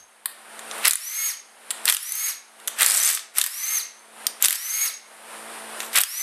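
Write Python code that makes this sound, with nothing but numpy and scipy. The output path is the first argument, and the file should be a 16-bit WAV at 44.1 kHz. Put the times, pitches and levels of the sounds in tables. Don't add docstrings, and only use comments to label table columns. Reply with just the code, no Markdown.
import sys
import numpy as np
from scipy import signal
from scipy.fft import rfft, irfft, next_fast_len
from scipy.io import wavfile
from scipy.ndimage import uniform_filter1d, minimum_filter1d, map_coordinates

SR = 44100
rng = np.random.default_rng(int(sys.argv[2]) if len(sys.argv) > 2 else 0)


def wav_out(sig):
    wavfile.write(sys.argv[1], SR, np.round(np.clip(np.atleast_2d(sig).T, -1, 1) * 32767).astype(np.int16))


def amplitude_ratio(level_db):
    exponent = np.asarray(level_db, float) / 20
    return 10 ** exponent


N = 274302
T = np.arange(N) / SR

# (start [s], trigger release [s], top gear whine [Hz])
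FREE_RUNS = [
    (.97, 1.277, 6700),
    (1.975, 2.277, 6690),
    (3.47, 3.762, 6530),
    (4.535, 4.847, 6690),
    (6.045, 6.35, 6500),
]
# (whine [dB], noise [dB])
RUN_OFFSETS = [(-1.5, -0.5), (-2.3, -0.5), (-1.3, 0.7), (0.1, 1.6), (-0.3, 1.5)]
# (at release [dB], growth [dB/s], power of the speed [1])
GROWTH = [(-28, 43.5, 4.5), (-35, 36.5, 1), (-41, 39.5, -0.5)]
# (time after release [s], speed share [1], whine [dB], noise [dB])
BRAKE = [(0, 0.97, -2, -2.5), (.012, 1, -1.5, 2), (.045, .63, -14, -8), (.065, .47, -24, -20),
         (.1, .3, -55, -43)]
# (time [s], gear whine [Hz], whine [dB])
LOADED_RUN = [(2.85, 4300, -40), (2.89, 4950, -41), (2.94, 5500, -40), (2.97, 5750, -52), (3.0, 5960, -37),
              (3.05, 6250, -36), (3.085, 6350, -38), (3.11, 6350, -60)]
LOADED_WHIRR_DB, LOADED_HOUSING_DB = -39, -42
# (multiple of the whine [1], level [dB])
ORDERS = [(1 / 15, -39), (1 / 5, -23), (4 / 15, -27), (1 / 3, -14), (2 / 3, -22), (1, 0), (4 / 3, -22),
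          (5 / 3, -15)]
# (frequency [Hz], density [dB per Hz])
WHIRR = [(2500, -43), (4000, -5), (5700, -8.5), (7000, -6.5), (8500, -1), (10600, 0.5), (13000, -1),
         (15000, -13), (17000, -27)]
# (frequency [Hz], density [dB per Hz])
HOUSING = [(150, -64), (250, -40.5), (342, -62), (429, -27.5), (640, -21), (1280, -10), (1600, -9),
           (2130, -4), (5000, -14), (6500, -42), (11000, -120)]

# (first blow [s], first gap [s], steel peak [dB], casting peak [dB], loss per blow [dB])
HAMMER = [
    (.8811, .0283, 0, -10, 2.8),
    (1.8981, .0264, 0, -4, 4.3),
    (3.3842, .03, -0.5, -8, 2.8),
    (4.4571, .0268, -3.5, -11, 1.2),
    (6.0138, .0219, -3, -11, 3),
]
QUICKEN = .87
# (peak [s], held [s], groan [dB], grit [dB], free [s])
BOLTS = [
    (0.852, 0.017, -20.5, -28.5, 0.93),
    (1.883, 0.0083, -22, -26.5, 1.95),
    (2.808, 0.016, -19.5, -23.5, 2.956),
    (2.9, 0.22, -32.5, -28, 3.17),
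    (3.383, 0.0041, -26.5, -29.5, 3.48),
    (4.444, 0.0037, -22.5, -26.5, 4.564),
    (5.81, .03, -40, -42.5, 5.89),
    (5.961, 0.023, -18.5, -24, 6),
]
WIND_UP_S, SLIP_S = 0.044, 0.027
WIND_UP_DB, SLIP_DB, SLACK_DB = (-27, -25.5), (-13, -6), (-16, -7.5)
# (frequency [Hz], density [dB per Hz])
GROAN = [(59, -70), (100, -40), (358, -21.5), (636, -10.5), (926, -9), (1330, -2), (1970, 0), (3850, -4.5),
         (5000, -20.5), (6500, -45), (11000, -120)]
# (frequency [Hz], density [dB per Hz])
GRIT = [(1760, -60), (3000, -15.5), (5100, -7), (6030, -5), (7030, -8), (7770, -1.5), (11000, -5.5),
        (12600, -2.5), (14900, -16)]
# (time [s], steel peak [dB], casting peak [dB])
CRACKS = [(.8419, -20, -16), (.8498, -9, -10), (.8547, -2, -3), (.8715, -11, -7), (.8778, -3, -13),
          (.894, -14, -17), (.8972, -12, -25), (1.8553, -3, -13), (1.8796, -9, -4), (1.8875, -6, -6),
          (2.7877, -18, -23), (2.809, -8, -13), (2.8203, -4, -15), (2.831, 0, -9), (2.847, -10, -11),
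          (3.3758, -13, -21), (3.3977, -11, -23), (4.4246, 0, -14), (4.4317, -14, -19), (4.4424, -4, -9),
          (4.4475, -1, -11), (5.9311, -24, -21), (5.9576, -5, -10), (5.9647, -8, -5), (5.9755, -12, -9),
          (5.9855, -2, -15), (6.0054, -10, -19)]
# (time [s], steel peak [dB], casting peak [dB], steel centre [Hz], casting centre [Hz])
CLINKS = [(0.2578, -9, -13.5, 10400, 1290), (0.5925, -22, -26.5, 8400, 2000),
          (0.7125, -15.5, -19.5, 7500, 2300), (0.7814, -25.5, -30, 9500, 1600),
          (1.7062, -10.5, -15, 8500, 3000), (1.7101, -11, -18.5, 9700, 1500),
          (2.0293, -24, -44, 10900, 2800), (2.0647, -20, -42, 10400, 2900), (2.0935, -22, -40, 10600, 2600),
          (2.1214, -12.5, -39, 10900, 2700), (2.154, -15, -35, 11000, 2300), (2.6, -36, -38, 8700, 2500),
          (2.6754, -10, -16.5, 9600, 1500), (2.6799, -10, -13.5, 9400, 1800),
          (3.1733, -23, -16.5, 9300, 3000), (3.1928, -34, -22, 8400, 2700), (4.268, -2, -17.5, 8600, 4200),
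          (5.8035, -13.5, -16.5, 7200, 3000), (5.8306, -23, -25, 8000, 1600),
          (6.1987, -17.5, -36, 8800, 3100)]
# (time [s], steel peak [dB])
RATTLE = [(2.8626, -1), (2.8735, -9), (2.8795, -8), (2.8862, -6), (2.8997, -5), (2.9091, -3), (2.9192, -6),
          (2.9412, -5), (2.9471, -8), (2.9716, -6), (2.9765, -4), (3.0009, -7), (3.0342, -6), (3.0481, -7),
          (3.0571, -7), (3.0634, -5), (3.076, -5), (3.09, -7), (3.1497, -10)]
RATTLE_BODY_DB, LIGHT_DB, LIGHT_SPAN_S = -20, -12, (2.92, 3.16)
# (chatter [dB], steel spread [octaves], steel centre [Hz], casting centre [Hz])
SEAT, CRACK = (-9, 0.45), (-16.5, .35, 9560, 2650)
STRIKE, KNOCK = (-12.5, 0.5, 10058, 4050), (-21, .25, 8500, 3200)
# (frequency [Hz], width [Hz], level [dB])
SOCKET = [(5760, 3200, 3.5), (8050, 1510, -0.5), (8800, 1040, 0), (10400, 1290, -2.5), (11790, 1080, -0.5),
          (12650, 1650, -3)]
# (frequency [Hz], width [Hz], level [dB])
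CASTING = [(740, 300, -20), (1196, 340, -3.5), (1914, 214, 1), (2630, 900, -3.5), (3620, 940, 1),
           (5110, 1540, -2.5)]

# (frequency [Hz], t60 [s])
WALLS = [(300, 0.38), (2000, 0.45), (6500, 0.38), (13000, 0.19)]
# (frequency [Hz], density [dB per Hz])
SHOP = [(60, -54), (150, -26.5), (260, -16), (660, -3.5), (1400, -3.5), (3000, -10.5), (6400, -20),
        (7800, -14.5), (9000, -8), (11000, -13), (13400, -25), (15000, -13.5)]
# (multiple of its hum [1], level [dB])
HUM = [(2, -73.5), (3, -77), (4, -54.5), (5, -68), (6, -60), (7, -64.5), (8, -55), (9, -57.5), (10, -63),
       (12, -51), (14, -56), (15, -70.5), (16, -54.5)]
HUM_HZ = 55.62

# (time [s], gain [dB])
DUCKS = [(-.05, -20), (.27, -10.5), (.85, -30.5), (1.27, -18.5), (1.71, -1.5), (1.87, -28.5), (2.27, -17.5),
         (2.68, -6), (2.8, -5.5), (2.95, -17.5), (3.08, -15.5), (3.19, -15.5), (3.369, -28), (3.77, -16),
         (4.27, -8), (4.43, -28), (4.84, -15.5), (5.95, -19), (6.04, -25.5)]
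DUCK_S, DUCK_HOLD_S, RECOVER_DB_PER_S, SETTLE_S = 0.037, 0.12, 37, 0.071
# (treble level [dB], band limit [Hz])
BAND = [(-200, 12900), (-56, 13700), (-42, 14500), (-36.5, 15250), (-21, 16000)]
# (frequency [Hz], level [dB])
APART = [(300, -48), (2000, -38.5), (5000, -31), (14000, -35.5)]


def motor():
    runs = [free_run(*run, *offsets) for run, offsets in zip(FREE_RUNS, RUN_OFFSETS)]
    loaded = [(*row, LOADED_WHIRR_DB, LOADED_HOUSING_DB) for row in LOADED_RUN]
    hz, whine_db, whirr_db, housing_db = played(sorted([*runs, loaded]), (3999.5, -96, -92, -90))
    hz = uniform_filter1d(hz, size=500)
    turn = 2 * np.pi * np.cumsum(hz) / SR
    whine = 0
    for k, db in ORDERS:
        flutter = (.6 + .15 * (k < 1)) * wobble(120)
        whine = whine + amplitude_ratio(db + 3 * wobble(90)) * np.sin(k * turn + flutter)
    octave = amplitude_ratio(2.5 * wobble(90) - 2.5) * np.sin(2 * turn + .6 * wobble(120))
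    whirr = noise(WHIRR, grain_db=-1.5, rate=1600) * (1 + 0.69 * np.sin(turn / 15))
    housing = amplitude_ratio(housing_db + 3) * noise(HOUSING, grain_db=1, rate=170)
    return amplitude_ratio(whine_db + 6.5) * whine + amplitude_ratio(whirr_db + 6.0) * (whirr + octave) + housing


def free_run(start, release, top_hz, tone_db, noise_db):
    s = np.linspace(0, release - start - .002, 12)
    speed = 1 - .306 * np.exp(-s / .099)
    whine, whirr, housing = [db + rate * (s - s[-1]) + power * 20 * np.log10(speed)
                             for db, rate, power in GROWTH]
    rows = list(zip(start + s, top_hz * speed, whine + tone_db, whirr + noise_db, housing + noise_db))
    _, hz, a, b, c = rows[-1]
    return rows + [(release + s, hz * share, a + tone, b + db, c + db) for s, share, tone, db in BRAKE]


def blows():
    out, t = np.zeros(N + 4096), np.arange(4096) / SR
    for s, steel_db, body_db, chatter_db, octaves, steel_hz, body_hz in contacts():
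        crack, chatter = amplitude_ratio(-60 * t / .004), amplitude_ratio(chatter_db + 8 - 60 * t / .03)
        burst = rng.standard_normal(len(t)) * (crack + chatter)
        burst[0] = 4.2
        spread = rng.normal(0, 1, (2, 2, 6))
        steel_hz = steel_hz * (1 + .06 * rng.normal())
        steel = filtered(burst, struck(SOCKET, steel_hz, octaves, spread[0]))
        body = filtered(burst, struck(CASTING, body_hz, 1.7, spread[1]))
        steel = amplitude_ratio(steel_db + 0.17) * steel / abs(steel).max()
        body = amplitude_ratio(body_db - .4) * body / abs(body).max()
        out[round(s * SR) - 8:][:len(t)] += steel + body
    return filtered(out[:N], lambda f: (1j * f / (350 + 1j * f)) ** 2)


def contacts():
    rows = [(s, a, b, *SEAT, *hz) for s, a, b, *hz in CLINKS] + [(*row, *CRACK) for row in CRACKS]
    for (s, gap, a, b, loss), (free, *_) in zip(HAMMER, FREE_RUNS):
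        while s < free:
            rows.append((s, a, b, *STRIKE))
            s, gap, a, b = s + gap, gap * QUICKEN, a - loss, b - loss
    luck = rng.random((12, 2))
    slot = (np.arange(len(luck)) + luck[:, 0]) / len(luck)
    light = zip(LIGHT_SPAN_S[0] + np.ptp(LIGHT_SPAN_S) * slot, LIGHT_DB + 4 * (luck[:, 1] - .5))
    return rows + [(s, db, RATTLE_BODY_DB + 0.36 * (db + 5.5), *KNOCK) for s, db in [*RATTLE, *light]]


def struck(modes, centre, octaves, spread):
    moved = []
    for (c, width, db), shift, luck in zip(modes, *spread):
        off_centre = np.log2(c / centre) / octaves
        moved.append((c * (1 + 0.038 * shift), width, db + 2.14 * luck - 6 * off_centre ** 2))
    return lambda f: resonances(moved, f)


def strain():
    def shape(s, held, free, k):
        times = [s - WIND_UP_S - .015, s - WIND_UP_S, s, s + held, s + held + SLIP_S, free, free + 0.014]
        return np.interp(T, times, [-70, WIND_UP_DB[k], 0, 0, SLIP_DB[k], SLACK_DB[k], -70])

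    levels = [[groan + shape(s, held, free, 0), grit + shape(s, held, free, 1)]
              for s, held, groan, grit, free in BOLTS]
    groan_db, grit_db = np.max(levels, axis=0)
    groan = amplitude_ratio(groan_db - 1) * noise(GROAN, grain_db=2.5, rate=380)
    return groan + amplitude_ratio(grit_db + 4) * noise(GRIT, grain_db=3.5, rate=300)


def walls(x):
    hz, t, z = signal.stft(rng.standard_normal(SR), SR, nperseg=256)
    tail = signal.istft(z * amplitude_ratio(-60 * t / along(WALLS, hz)[:, None]), SR, nperseg=256)[1]
    tail *= 1 - np.exp(-np.arange(len(tail)) / 450)
    return signal.fftconvolve(np.pad(x, (90, 0)), tail / np.linalg.norm(tail))[:N]


def earlier_whine():
    peak = [(6150, -42), (6350, -18), (6520, -19), (6650, -60)]  # (Hz, dB)
    ring = filtered(rng.standard_normal(N), lambda f: amplitude_ratio(along(peak, f)))
    whirr = noise(WHIRR, grain_db=-2, rate=90)
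    return amplitude_ratio(-27.5 - 60 * T / 0.33) * unit(ring) + amplitude_ratio(-39 - 60 * T / 0.23) * whirr


def shop():
    turn = 2 * np.pi * np.cumsum(HUM_HZ * (1 + 0.00217 * wobble(3.05))) / SR
    hum = 0
    for k, db in HUM:
        drift = amplitude_ratio(1.1 * wobble(9)) * np.sin(k * turn + .1 * k * wobble(12))
        hum = hum + amplitude_ratio(db + 1.5) * drift
    return amplitude_ratio(-36.0) * noise(SHOP, grain_db=-1.8, rate=9) + hum * gain() ** 0.23


def gain():
    t = T[::SR // 1000]
    ducks = []
    for s, db in DUCKS:
        down = s + DUCK_S
        up = down + DUCK_HOLD_S
        ducks.append(np.interp(t, [s, down, up, up - db / RECOVER_DB_PER_S], [0, db, db, 0]))
    settled = uniform_filter1d(np.min(ducks, axis=0), size=round(SETTLE_S * 1000))
    return amplitude_ratio(np.interp(T, t, settled))


def band_limit(x):
    hz, _, z = signal.stft(x, SR, nperseg=1024)
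    power = np.sum(abs(z[(hz > 8000) & (hz < 11000)]) ** 2, 0)
    treble = 10 * np.log10(1.33 * power + 1e-15)
    treble = -minimum_filter1d(-uniform_filter1d(treble, size=3), size=2)
    level, top = np.transpose(BAND)
    limit = top[np.searchsorted(level, treble) - 1]
    return signal.istft(z * (hz[:, None] < limit), SR, nperseg=1024)[1][:N]


def unit(x):
    return x / np.sqrt(np.mean(x ** 2) + 1e-20)


def along(points, hz):
    f, v = np.transpose(points)
    return np.interp(np.log(hz + 1), np.log(f + 1), v)


def played(tables, silent):
    rows = []
    for table in tables:
        rows += [(table[0][0] - .015, *silent), *table, (table[-1][0] + .015, *silent)]
    s, *cols = np.transpose(rows)
    return [np.interp(T, s, c) for c in cols]


def wobble(rate):
    return map_coordinates(rng.standard_normal(int(N * rate / SR) + 4), [T * rate])


def filtered(x, response):
    m = next_fast_len(len(x) + 8192)
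    return irfft(rfft(x, m) * response(np.fft.rfftfreq(m, 1 / SR)), m)[:len(x)]


def noise(spectrum, grain_db, rate):
    lumpy = rng.standard_normal(N) * amplitude_ratio(grain_db * wobble(rate))
    return unit(filtered(lumpy, lambda hz: amplitude_ratio(along(spectrum, hz))))


def resonances(modes, f):
    return sum((-1) ** k * amplitude_ratio(db) * 1j * f * w / (c * c - f * f + 1j * f * w)
               for k, (c, w, db) in enumerate(modes))


def scene():
    drive, knocks = (motor() + strain()) / gain(), blows() / gain()
    room = walls(amplitude_ratio(-9.5) * drive + amplitude_ratio(-12.5) * knocks)
    mono = drive + knocks + room + shop() + earlier_whine()
    return np.array([mono, mono])


def top_cut(x):
    return signal.sosfilt(signal.butter(12, 16440, fs=SR, output="sos"), x)


def record(dry):
    x = dry[0] * gain()
    x = band_limit(x / (1 + abs(x / .97) ** 8) ** (1 / 8))
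    side = filtered(x * wobble(300), lambda hz: amplitude_ratio(along(APART, hz)))
    return top_cut(np.array([x + side, x - side]))


dry = scene()
out = record(dry)
wav_out(out)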